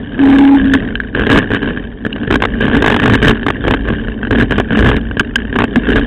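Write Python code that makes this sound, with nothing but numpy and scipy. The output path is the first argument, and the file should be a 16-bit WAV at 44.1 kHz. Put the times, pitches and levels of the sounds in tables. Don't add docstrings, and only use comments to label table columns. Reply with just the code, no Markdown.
import sys
import numpy as np
from scipy import signal
from scipy.fft import rfft, irfft
from scipy.io import wavfile
from scipy.ndimage import map_coordinates

SR = 44100
rng = np.random.default_rng(int(sys.argv[2]) if len(sys.argv) > 2 else 0)


def dump(signal):
    limited = np.clip(np.atleast_2d(signal).T, -1, 1)
    pcm = np.round(limited * 32767).astype(np.int16)
    wavfile.write(sys.argv[1], SR, pcm)


N = 267246

# start in seconds, length in seconds, grit level in dB before the scene's trim.
LOOSE_PATCHES = [(0.191, 0.21, -24.5), (1.148, 0.3, -23.5), (1.297, 0.083, -16), (1.504, 0.069, -23.5),
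                 (1.618, 0.11, -27), (2.304, 0.059, -23), (2.606, 0.18, -24), (3.02, 0.14, -18.5),
                 (3.218, .11, -17), (3.639, .11, -23.5), (3.852, 0.093, -28.5), (4.308, 0.14, -21.5),
                 (4.507, 0.109, -27.5), (4.706, 0.28, -24), (4.789, .11, -18.5), (5.541, .11, -25.5),
                 (5.868, 0.13, -20.5)]


def from_db(db):
    return 10 ** (np.asarray(db) / 20)


def rms_one(x):
    return x / np.sqrt(np.mean(x ** 2) + 1e-20)


def in_time(rows):
    seconds, *columns = np.transpose(rows)
    return [np.interp(np.arange(N) / SR, seconds, column) for column in columns]


def drift(rate):
    knots = rng.standard_normal(4000)
    return rms_one(map_coordinates(knots, [np.arange(N) / SR * rate], order=3, mode="wrap"))


def resonate(x, hz, width_hz):
    radius = np.exp(-np.pi * width_hz / SR)
    zeros = np.array([1, 0, -1]) * (1 - radius * radius) / 2
    poles = [1, -2 * radius * np.cos(2 * np.pi * hz / SR), radius * radius]
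    return signal.lfilter(zeros, poles, x + 1e-18)


def soften(x, hz, order=2):
    return signal.sosfilt(signal.butter(order, hz, fs=SR, output="sos"), x)


def add(out, s, sound):
    start = max(round(s * SR), 0)
    out[start:start + len(sound)] += sound[:max(N - start, 0)]


def struck(hz, gain, t60, contact_s):
    t = np.arange(SR // 12) / SR
    decays = np.exp(-np.log(1000) * np.outer(t, 1 / t60))
    rings = np.sin(2 * np.pi * np.outer(t, hz)) * decays
    return rings @ gain * (1 - np.exp(-t / contact_s))


def blows():
    # start in seconds, number of knocks,
    # gap in seconds, thud in dB, clack in dB against the thud.
    jolts = [(.736, 2, .013, 1.5, -12), (.823, 1, .018, -15, -19), (1.15, 1, .018, -2, -15),
             (1.194, 2, .015, -4, -17), (1.3, 2, 0.016, 0.5, -6), (1.358, 3, 0.014, -3.5, 1.5),
             (1.773, 1, .018, -9.5, -14), (2.05, 2, 0.014, -6, -17), (2.16, 1, .018, -15, -2.5),
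             (2.232, 1, .018, -9.5, -18), (2.276, 1, .018, -5.5, -24), (2.308, 4, 0.016, 0, -5),
             (2.402, 1, .018, -11, -10), (2.421, 3, 0.015, -5, 3.5), (2.608, 2, 0.017, -4, -12.5),
             (2.652, 3, .014, -4, -13), (2.751, 2, .015, -0.5, -7.5), (2.823, 1, .018, 1.5, -7.5),
             (2.842, 3, 0.018, -1, 1.5), (2.9, 4, 0.021, -3, 2.5), (2.998, 1, .018, -3, -5),
             (3.037, 4, .02, -7.5, 4.5), (3.135, 2, 0.016, 1, -3), (3.279, 3, .014, 2, -7),
             (3.353, 1, .018, -12.5, -10), (3.43, 1, .018, -8.5, -17), (3.464, 3, .019, -2.5, -1.5),
             (3.679, 3, 0.029, -3, -0.5), (3.885, 2, 0.016, -10.5, -5.5), (4.083, 1, .018, -9, -20),
             (4.23, 3, .02, -9, -17), (4.31, 2, .014, -4.5, -20), (4.398, 3, .012, -0.5, -22),
             (4.508, 2, 0.013, -2, -11.5), (4.581, 2, 0.018, -2, -2), (4.862, 3, 0.026, -5.5, -0.5),
             (4.965, 1, 0.02, -2, -6.5), (5.012, 1, .018, -15, -20), (5.111, 1, .018, -8, -17),
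             (5.169, 1, .018, -4, -19), (5.205, 1, .018, 0.5, -8), (5.387, 3, .032, -13.5, -26),
             (5.527, 1, .018, -7.5, -16), (5.56, 1, 0.017, -6.5, -1), (5.587, 3, 0.016, -5.5, 0.5),
             (5.639, 1, 0.016, -1.5, -3), (5.758, 1, 0.02, -1.5, -5.5)]
    # start in seconds, case ring in dB, tick in dB.
    pings = [(0.384, -0.5, -2.5), (.736, 11.5, -10), (.954, -8.5, -3.5), (1.001, -2, -19), (2.128, -18, -8),
             (3.282, -1, 3.5), (5.195, 14.5, 15), (5.357, 11, 12)]
    ping_thud_db, ping_clack_db = -27, -24
    jiggle_gap_s = .019
    jiggle_db, jiggle_scatter_db = 16, 2.5
    jiggle_clack_db = -12

    def knock(s, db, clack_db):
        return s, db, db + clack_db, db - 2.5, db - 10.5

    rows = []
    for s, count, gap, db, clack_db in jolts:
        rows += [knock(s + k * gap, db, clack_db) for k in range(round(count))]
    for s, ring_db, tick_db in pings:
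        rows.append((s, ring_db + ping_thud_db, ring_db + ping_clack_db, ring_db, tick_db))
    for s, length, db in LOOSE_PATCHES:
        gaps, scatter = rng.gamma(5, 1 / 5, 40), rng.standard_normal(40)
        delays = jiggle_gap_s * (np.cumsum(gaps) - gaps[0])
        for delay, luck in zip(delays, scatter):
            if delay < length:
                thud_db = db + jiggle_db + jiggle_scatter_db * luck
                rows.append(knock(s + delay, thud_db, jiggle_clack_db))
    return rows


def knocks(detune, uneven_db, contact_s, chatter_db, chatter_s):
    # frequency in Hz, relative level in dB, t60 in seconds.
    modes = [(109.5, -9.5, 0.048), (235.2, -5.5, 0.039), (288.6, -12, 0.068), (417.4, 1, 0.021),
             (638, -1.5, 0.011), (884, 4, 0.006), (1116, -1, 0.013), (1569, -0.5, 0.015),
             (1656, -2.5, 0.023), (2430, -11, 0.0065), (2744, -2, 0.0061), (3052, -6, 0.011),
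             (3950, -16, 0.016)]
    # frequency in Hz, level in dB added to that part of every blow.
    knock_parts = [(300, -2), (950, 1), (1650, -1.5), (3050, 5)]
    hz, mode_db, t60 = np.transpose(modes)
    part_hz, part_db = np.transpose(knock_parts)
    out, t = np.zeros(N), np.arange(SR // 40) / SR
    chatter_band = signal.butter(2, [450, 2400], "band", fs=SR, output="sos")
    chatter_shape = (1 - np.exp(-t / contact_s)) * np.exp(-(t / chatter_s) ** 2)
    for s, *parts in blows():
        bend, strength, side = rng.standard_normal((3, len(hz)))
        blow_db = np.interp(np.log(hz), np.log(part_hz), parts + part_db)
        gain = from_db(mode_db + blow_db + uneven_db * strength)
        add(out, s, struck(hz * (1 + detune * bend), gain * np.sign(side), t60, contact_s))
        chatter = rms_one(signal.sosfilt(chatter_band, rng.standard_normal(len(t))))
        add(out, s, from_db(parts[1] + chatter_db) * chatter * chatter_shape)
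    return out


def coarseness():
    # time in seconds, grit level in dB before the scene's trim.
    road = [(0, -27), (.06, -36.5), (.25, -20), (.55, -21.5), (.68, -25.5), (.86, -25.5), (1.0, -35.5),
            (1.45, -29.5), (1.78, -29), (1.95, -38.5), (2.22, -28), (2.52, -28.5), (2.9, -19), (3.4, -30),
            (3.95, -29.5), (4.12, -30.5), (4.65, -32), (5.3, -33.5), (5.42, -32.5), (6.05, -24)]
    attack_s, release_s = 0.014, 0.012
    t = np.arange(N) / SR
    power = from_db(in_time(road)[0]) ** 2
    for s, length, db in LOOSE_PATCHES:
        rise = np.clip((t - s) / attack_s, 0, 1)
        fall = np.clip(1 - (t - s - length) / release_s, 0, 1)
        power = power + (from_db(db) * rise * fall) ** 2
    return 10 * np.log10(power)


def grit(level_db, per_s, spread_db, uneven_db, detune, contact_s, sand_db):
    # frequency in Hz, relative level in dB, t60 in seconds.
    case_modes = [(734, -26.5, 0.0049), (1090, -8.5, 0.015), (1591, -2.5, 0.025), (1703, 4, 0.015),
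                  (2310, -11, 0.016), (2812, -10, 0.02), (3062, -4.5, 0.014), (3647, -15, 0.019)]
    hz, mode_db, t60 = np.transpose(case_modes)
    ticks = np.zeros(N)
    chance = rng.standard_normal((1000, 3, len(hz)))
    times = np.cumsum(rng.gamma(4, 1 / 4, len(chance))) / per_s
    for s, (size, strength, bend) in zip(times[times < N / SR], chance):
        tick_db = mode_db + spread_db * np.tanh(size[0]) + uneven_db * np.tanh(strength)
        gain = from_db(tick_db) * np.sign(size)
        add(ticks, s, struck(hz * (1 + detune * bend), gain, t60, contact_s))
    sand = np.zeros(N)
    for f, db, decay_s in case_modes:
        width_hz = np.log(1000) / np.pi / decay_s
        sand += from_db(db) * resonate(rng.standard_normal(N), f, width_hz)
    return from_db(level_db) * (rms_one(ticks) + from_db(sand_db) * rms_one(sand))


def stones(per_s, spread_db):
    sizes = from_db(spread_db * np.minimum(rng.exponential(1, N), 3)) * rng.choice([-1, 1], N)
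    return rms_one(sizes * (rng.random(N) < per_s / SR))


def tyres(level_db):
    # frequency in Hz, width in Hz, relative level in dB.
    frame_modes = [(234, 48, -3), (283.9, 13, -4), (416, 38, -10), (540, 250, -28.5)]
    shake = np.zeros(N)
    for hz, width_hz, db in frame_modes:
        shake += from_db(db) * resonate(stones(per_s=3000, spread_db=2.0), hz, width_hz)
    return from_db(level_db) * rms_one(soften(shake, hz=806))


def brake(waver_db, tremble):
    # time in seconds, rms level in dB before the waver.
    moan_level = [(.13, -23), (.19, -26), (.205, -5.5), (.45, -2.5), (.56, -2.5), (.585, -11.5), (.66, -9),
                  (.77, -10), (.79, -46.5)]
    pitch_hz, sag_hz_per_db = 277.9, 0.82
    judder_hz, judders_per_s = 9, 35
    level_db, = in_time(moan_level)
    t = np.arange(N) / SR
    held = (t > moan_level[0][0]) & (t < moan_level[-1][0])
    judder = judder_hz * np.sin(2 * np.pi * judders_per_s * t)
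    hz = pitch_hz + sag_hz_per_db * level_db + judder
    phase = 2 * np.pi * np.cumsum(hz * (1 + tremble * drift(50))) / SR
    amplitude = np.sqrt(2) * from_db(level_db + waver_db * drift(39.2))
    return held * amplitude * np.sin(phase)


def shudders():
    # start in seconds, first and last frequency in Hz, peak in dB, length in seconds.
    rut_swings = [(1.296, 123, 114, -4.5, 0.03), (3.051, 121.6, 109.3, -11, 0.12),
                  (3.262, 117.4, 112.1, -4, 0.036), (4.845, 130.5, 122, -6, 0.065),
                  (5.763, 262, 227, -0.5, 0.026)]
    out = np.zeros(N)
    for s, first_hz, last_hz, db, length in rut_swings:
        hz = np.linspace(first_hz, last_hz, int(length * SR))
        swing = np.sin(2 * np.pi * np.cumsum(hz) / SR)
        add(out, s, from_db(db) * signal.windows.tukey(len(hz), .3) * swing)
    return out


def wind(level_db, lumpy_db):
    # frequency in Hz, relative spectral level in dB per Hz.
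    wind_spectrum = [(14, -19), (26, -12.5), (38, 3.5), (47, -4), (55, 8.5), (64, -13.5), (80, -4),
                     (112, -4.5), (160, -14), (220, -1), (500, -48)]
    hz, db = np.transpose(wind_spectrum)
    bins = np.maximum(np.fft.rfftfreq(N, 1 / SR), 1)
    shape = from_db(np.interp(np.log(bins), np.log(hz), db, left=-40, right=-90))
    buffeting = rms_one(irfft(rfft(rng.standard_normal(N)) * shape, N))
    return from_db(level_db + lumpy_db * drift(22)) * buffeting


def scene():
    # time in seconds, change of level in dB.
    gust_curve = [(0, -1.5), (.35, -5.5), (.49, -10.5), (.62, -0.5), (.85, -1.5), (1.6, -2.5), (2.9, -0.5),
                  (3.25, 1), (3.5, 0.5), (4.25, 2.5), (4.85, 2.5), (5.3, -1.5), (5.78, -3.5), (6.05, 1)]
    grit_db = coarseness()
    rough_db = grit_db + 27.5
    bumps = from_db(5) * knocks(detune=0.032, uneven_db=1.5, contact_s=0.0012,
                                chatter_db=-8, chatter_s=0.0055)
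    flickering_db = grit_db - 1.5 + 2.2 * drift(25)
    gravel = grit(flickering_db, per_s=66, spread_db=1.5, uneven_db=4.5,
                  detune=0.047, contact_s=0.002, sand_db=-8)
    rumble = tyres(-20.5 + 0.89 * rough_db)
    moan = brake(waver_db=.6, tremble=.008)
    air = wind(-20 + 0.63 * rough_db + in_time(gust_curve)[0], lumpy_db=0.84)
    return (bumps + gravel + rumble + moan + shudders() + air)[None]


def record(dry):
    band_edge_hz, cutoff_hz = 3632, 16300
    converter_hz, full_scale, output_limit = 8000, .71, .715
    band_filter = signal.cheby1(8, .3, band_edge_hz, fs=SR, output="sos")
    narrow = signal.sosfilt(band_filter, dry[0])
    step = SR / converter_hz
    samples = np.interp(np.arange(0, N + step, step), np.arange(N), narrow)
    overloaded = np.clip(samples, -full_scale, full_scale)
    steps = SR // np.gcd(SR, converter_hz)
    smoothing = signal.firwin(32 * steps + 1, 1 / steps, window=("kaiser", 7))
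    smooth = signal.resample_poly(overloaded, SR, converter_hz, window=smoothing)[:N]
    clipped = np.clip(smooth, -output_limit, output_limit)
    return signal.sosfilt(signal.ellip(10, .1, 90, cutoff_hz, fs=SR, output="sos"), clipped)[None]


dry = scene()
out = record(dry)
dump(out)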